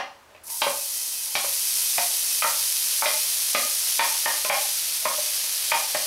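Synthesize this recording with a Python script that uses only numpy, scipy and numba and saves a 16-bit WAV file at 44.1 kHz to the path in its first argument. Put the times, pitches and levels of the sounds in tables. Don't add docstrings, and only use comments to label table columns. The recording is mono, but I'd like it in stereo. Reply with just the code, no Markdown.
import sys
import numpy as np
from scipy import signal
from scipy.fft import rfft, irfft
from scipy.io import wavfile
from scipy.ndimage import uniform_filter1d, minimum_filter1d
from numba import njit

SR = 44100
rng = np.random.default_rng(int(sys.argv[2]) if len(sys.argv) > 2 else 0)


def unload_wav(signal):
    wavfile.write(
        sys.argv[1],
        SR,
        np.round(np.clip(np.atleast_2d(signal).T, -1, 1) * 32767).astype(np.int16),
    )


def voltage_ratio(level):
    return 10 ** (np.asarray(level, float) / 20)


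N = 267246
T = np.arange(N) / SR
LEAD = 4410


def level(x, db):
    return x * voltage_ratio(db) / np.sqrt(np.mean(x ** 2))


def on_log(table, hz):
    f, v = np.transpose(table)
    return np.interp(np.log(np.maximum(hz, 1)), np.log(f), v)


def colour(x, gain_db):
    cepstrum = irfft(gain_db(np.arange(1025) * SR / 2048) * np.log(10) / 20)
    cepstrum[1:1024] *= 2
    cepstrum[1025:] = 0
    impulse = irfft(np.exp(rfft(cepstrum)))[:1024]
    return signal.oaconvolve(x, impulse)[:len(x)]


def band(x, hz, width):
    edges = [hz - width / 2, min(hz + width / 2, 0.45 * SR)]
    return signal.sosfilt(signal.butter(1, edges, "bandpass", fs=SR, output="sos"), x)


def walk(rate):
    hold = int(SR / rate)
    steps = np.repeat(rng.standard_normal(N // hold + 1), hold)[:N]
    return 1.3 * uniform_filter1d(uniform_filter1d(steps, hold), hold)


@njit
def follower(x, attack, release):
    e, out = 0., np.empty(len(x))
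    for i in range(len(x)):
        e += (x[i] - e) * (attack if x[i] > e else release)
        out[i] = e
    return out


def kitchen():
    # [f/Hz, density/dB]
    air_spectrum = [(15, -28), (25, -9.5), (119, -11.5), (300, -8), (1050, -3.5), (1500, -7), (4930, -17.5),
                    (15700, -25)]
    # [f/Hz, width/Hz, level/dB]
    hum = [(79.5, 16, -69.5), (122, 4.6, -78)]
    air = np.array([colour(rng.standard_normal(N), lambda hz: on_log(air_spectrum, hz)) for _ in range(2)])
    drone = 0
    for hz, width, db in hum:
        noise = rng.standard_normal((2, N))
        drone = drone + level(band(band(noise, hz, width), hz, width), db)
    mid, side = level(air, -54.5) + drone
    return mid + 0.37 * side * np.array([[1], [-1]])


def room(x):
    # [f/Hz, t60/s]
    room_t60 = [(250, 0.33), (1000, 0.39), (3000, 0.33), (8000, 0.52)]
    t = np.arange(SR) / SR
    shared, own = rng.standard_normal(SR), rng.standard_normal((2, SR))
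    tail = 0
    for hz in 200 * 2 ** np.arange(-0.5, 6, 0.5):
        decay = 1000 ** (-t / on_log(room_t60, hz))
        tail = tail + band(shared + 0.72 * own, hz, hz / 3) * decay
    tail = tail * np.clip((t - 0.002) / 0.0057, 0, 1)
    tail = tail / np.sqrt(np.mean(np.sum(tail ** 2, axis=1)))
    return signal.fftconvolve(x[None], tail, axes=1)[:, :len(x)]


def scrapes():
    # [start/s, length/s, level/dB, ring/Hz]
    strokes = [
        (0.274, 0.076, -52, 606),
        (0.341, 0.035, -50, 2580),
        (0.458, 0.092, -43.5, 943),
        (1.22, 0.11, -49, 930),
        (5.015, 0.056, -45, 680),
        (5.22, 0.086, -70, 641),
    ]
    grip, fade_db = 0.31, 15
    ticks = (rng.random(N) < 900 / SR) * voltage_ratio(3.0 * rng.exponential(size=N)) * rng.standard_normal(N)
    out = np.zeros(N)
    for s, length, db, hz in strokes:
        ring = level(band(ticks, hz, 47), 0)
        rasp = level(band(ticks, 2040, 1200), -6.5)
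        along = (T - s) / length
        stroke = np.clip(along / grip, 0, 1) ** 2 * voltage_ratio(-fade_db * np.clip(along - grip, 0, 1))
        out += (ring + rasp) * voltage_ratio(db) * stroke * (along < 1)
    return out


def blow(struck_hz, answer_hz, hard_db):
    # [f/Hz, level/dB, t60/s]
    tub = [(177, 10.5, 0.12), (270, 21, 0.049), (426, 7.5, 0.13), (562, 9.5, 0.17), (604, 8, 0.093),
           (627, 8.5, 0.099), (803, 8, 0.078), (867, 9.5, 0.072), (884, 14.5, 0.03), (1085, 12, 0.065),
           (1206, -1.5, 0.093), (1270, 13, 0.02), (1580, 4, 0.044), (1758, 11.5, 0.027), (1895, 2.5, 0.2),
           (2010, 11, 0.092), (2196, 24.5, 0.012), (2406, 22, 0.029), (2565, 12.5, 0.035),
           (3310, 6.5, 0.021)]
    # [f/Hz, level/dB]
    singers = [(560, -10), (610, -6.5), (890, -10.5), (1240, 3), (1830, 3.5), (2170, -5), (2400, -14),
               (3050, -1)]
    t = np.arange(SR // 5) / SR
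    low_hz, high_hz = min(struck_hz, answer_hz), max(struck_hz, answer_hz)
    contact = np.clip(t / (0.00039 * voltage_ratio(-0.75 * hard_db)), 0, 1)

    def away(f):
        return np.minimum(np.abs(np.log2(f / struck_hz)), np.abs(np.log2(f / answer_hz)))

    def fall(f):
        return -7.5 * away(f) + 0.5 * max(np.log2(f / high_hz), 0)

    thud_db = -27 - 12.5 * np.log2(low_hz / 560)
    shape = [(90, thud_db - 17), (170, thud_db + 10.5), (330, thud_db + 4.5),
             (560, fall(660) - 2.2), (1050, fall(900) - 1.5), (2100, fall(1440) - 0.5 + 0.17 * hard_db),
             (3100, fall(2740) / 2 + 0.55 * hard_db + 2.5), (4000, hard_db - 0.5), (5600, hard_db - 4.5),
             (7000, hard_db - 19), (10000, hard_db - 23.5)]

    hz, mode_db, t60 = np.transpose(tub)[:, :, None]
    size, tune, turn = rng.standard_normal((3, len(tub), 1))
    modes = voltage_ratio(mode_db + on_log(shape, hz) + 1.4 * size) * 1000 ** (-t / t60)
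    walls = np.sum(modes * np.sin(2 * np.pi * (hz * (1 + 0.011 * tune) * t + turn)), axis=0)

    ringers = list(singers) + [(struck_hz, 4.5), (answer_hz, 0)]
    ring_hz, ring_db = np.transpose(ringers)[:, :, None]
    ring_db = ring_db - 17.5 * away(ring_hz) - 0.14 * min(hard_db + 12, 0)
    ring_t60 = 0.095 * (700 / ring_hz) ** 0.6
    ring = voltage_ratio(ring_db + 12.0) * 1000 ** (-t / ring_t60)
    singing = np.sum(ring * np.sin(2 * np.pi * ring_hz * t), axis=0)

    rattle = rng.standard_normal(len(t)) * contact * voltage_ratio(27.5) * 1000 ** (-t / 0.075)
    crack = voltage_ratio(43 + 0.67 * hard_db) * (t == 0)
    return contact * (walls + singing) + colour(rattle + crack, lambda f: on_log(shape, f))


def knocks():
    # [t/s, peak/dB, wall struck/Hz, wall that answers/Hz, hardness/dB]
    hits = [(-0.042, -16.5, 788, 2080, -11), (0.348, -44, 604, 2530, -15), (0.618, -14, 883, 4010, -3.5),
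            (0.666, -19.5, 569, 832, -22), (1.353, -14.5, 1980, 804, 2.5), (1.444, -31, 560, 990, -9),
            (1.98, -18.5, 707, 910, -8.5), (2.422, -15, 1250, 2460, -7.5), (2.441, -17.5, 1338, 909, -31),
            (3.021, -13, 890, 1320, -21), (3.057, -14, 2115, 612, -4), (3.548, -13.5, 567.5, 1234, -2.5),
            (3.993, -10.5, 890, 1810, -5.5), (4.258, -13, 1803, 906, -10.5), (4.448, -21.5, 1027, 620, -4),
            (4.498, -9, 805, 2320, -13), (5.053, -17.5, 1075, 611, -19.5), (5.108, -34, 1260, 950, -33),
            (5.18, -31.5, 602, 588.5, -39), (5.439, -41.5, 935, 600, -1), (5.717, -14, 913, 2460, -10),
            (5.749, -24, 783, 656, -18), (5.947, -24, 615, 1670, -13)]
    out = np.zeros(N + LEAD + SR // 5)
    for s, db, struck_hz, answer_hz, hard_db in hits:
        hit = blow(struck_hz, answer_hz, hard_db)
        i = int(s * SR) + LEAD
        out[i:i + len(hit)] += hit * voltage_ratio(db + 8.0) / np.abs(hit).max()
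    return signal.sosfilt(signal.butter(2, 110, "highpass", fs=SR, output="sos"), out[:N + LEAD])


def bubbles(rate, spread_db, flicker_db, spit_db):
    pops = (rng.random(N) < rate / SR) * rng.standard_normal(N)
    spurts = voltage_ratio(spread_db * walk(350) + flicker_db * walk(18))
    spits = (rng.random(N) < 45 / SR) * voltage_ratio(0.84 * rng.exponential(size=N))
    spits = signal.lfilter([1], [1, -np.exp(-1 / (0.00092 * SR))], spits)
    spits = spits * rng.standard_normal(N)
    return level(pops * spurts, 0) + level(spits, spit_db)


def shelve(pair, below_hz, gain_db):
    low = signal.sosfiltfilt(signal.butter(2, below_hz, fs=SR, output="sos"), pair)
    return pair + (voltage_ratio(gain_db) - 1) * low


def sizzle():
    # [t/s, level/dB]
    frying = [(.5, -31.5), (.72, -30), (1.3, -31), (1.5, -27.5), (1.75, -25), (2.3, -25.5), (2.75, -25),
              (3.8, -26.5), (4.2, -27), (4.8, -28.5), (6.06, -29)]
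    # [start/s, rise/s, level below the frying/dB]
    catching = [
        (.428, 0.011, -13),
        (.46, 0.0089, -6),
        (.488, 0.014, 0),
    ]
    # [f/Hz, density/dB]
    hiss = [(200, -52), (330, -40), (500, -22), (900, -22), (1400, -19.5), (2300, -13.5), (3600, -8.5),
            (4600, -4.5), (6000, -3), (7300, -7.5), (9000, -3), (10500, -2), (12200, -4), (15700, -14)]
    # [f/Hz, side minus mid/dB]
    hiss_side = [(60, -30), (110, -18), (200, 19), (380, -7), (700, -9), (1290, -20), (2380, -14.5),
                 (4400, -13.5), (8120, -9.5), (15000, -10)]
    # [f/Hz, width/Hz, level/dB]
    pot = [(950, 17, -2.5), (1976, 34, -1), (2555, 22, 6), (3120, 14, 5)]

    steps = [voltage_ratio(db) * np.clip((T - s) / rise_s, 0, 1) ** 2 for s, rise_s, db in catching]
    heat = np.max(steps, axis=0) * voltage_ratio(np.interp(T, *np.transpose(frying)))
    since = np.maximum(T - catching[0][0], 0)

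    def pot_db(hz):
        return on_log(hiss, hz) + sum(g / (1 + (2 * (hz - f) / w) ** 2) for f, w, g in pot)

    mid, side = (bubbles(rate=24000, spread_db=-0.52, flicker_db=0.5, spit_db=-12.5) for _ in range(2))
    mid = colour(mid, pot_db)
    side = colour(side, lambda hz: pot_db(hz) + on_log(hiss_side, hz))
    ringing = sum(level(band(mid, hz, width / 2), db) * np.std(mid) for hz, width, db in pot)
    mid = mid + voltage_ratio(-27) * np.exp(-since / 1.6) * ringing
    pair = mid + side * np.array([[1], [-1]])
    pair = shelve(pair, 4500, -2.5 - 11 * np.exp(-since / 0.25) + 1.28 * since)
    pair = shelve(pair, 7500, -7 * np.exp(-since / 0.04))
    return level(pair, 2.57) * heat * voltage_ratio(np.array([[0.2], [-0.2]]))


def scene():
    spoon = knocks() + np.pad(scrapes(), (LEAD, 0))
    near = spoon * voltage_ratio(np.array([[0.8], [-0.8]]))
    tub = near + voltage_ratio(-2.5) * room(spoon)
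    return tub[:, LEAD:] + sizzle() + kitchen()


def band_limit(x):
    return signal.sosfilt(signal.butter(12, 15870, fs=SR, output="sos"), x)


def record(dry):
    ahead = 110
    coming = -minimum_filter1d(-np.abs(dry).max(axis=0), size=ahead, origin=-ahead // 2)
    peak = follower(coming, 1 / (0.0004 * SR), 1 / (0.016 * SR))
    gain = (1 + (peak / voltage_ratio(-9.3)) ** 6) ** (-1 / 6)
    top = signal.ellip(10, 0.2, 70, 15720, fs=SR, output="sos")
    return band_limit(signal.sosfilt(top, dry * gain))


dry = scene()
out = record(dry)
unload_wav(out)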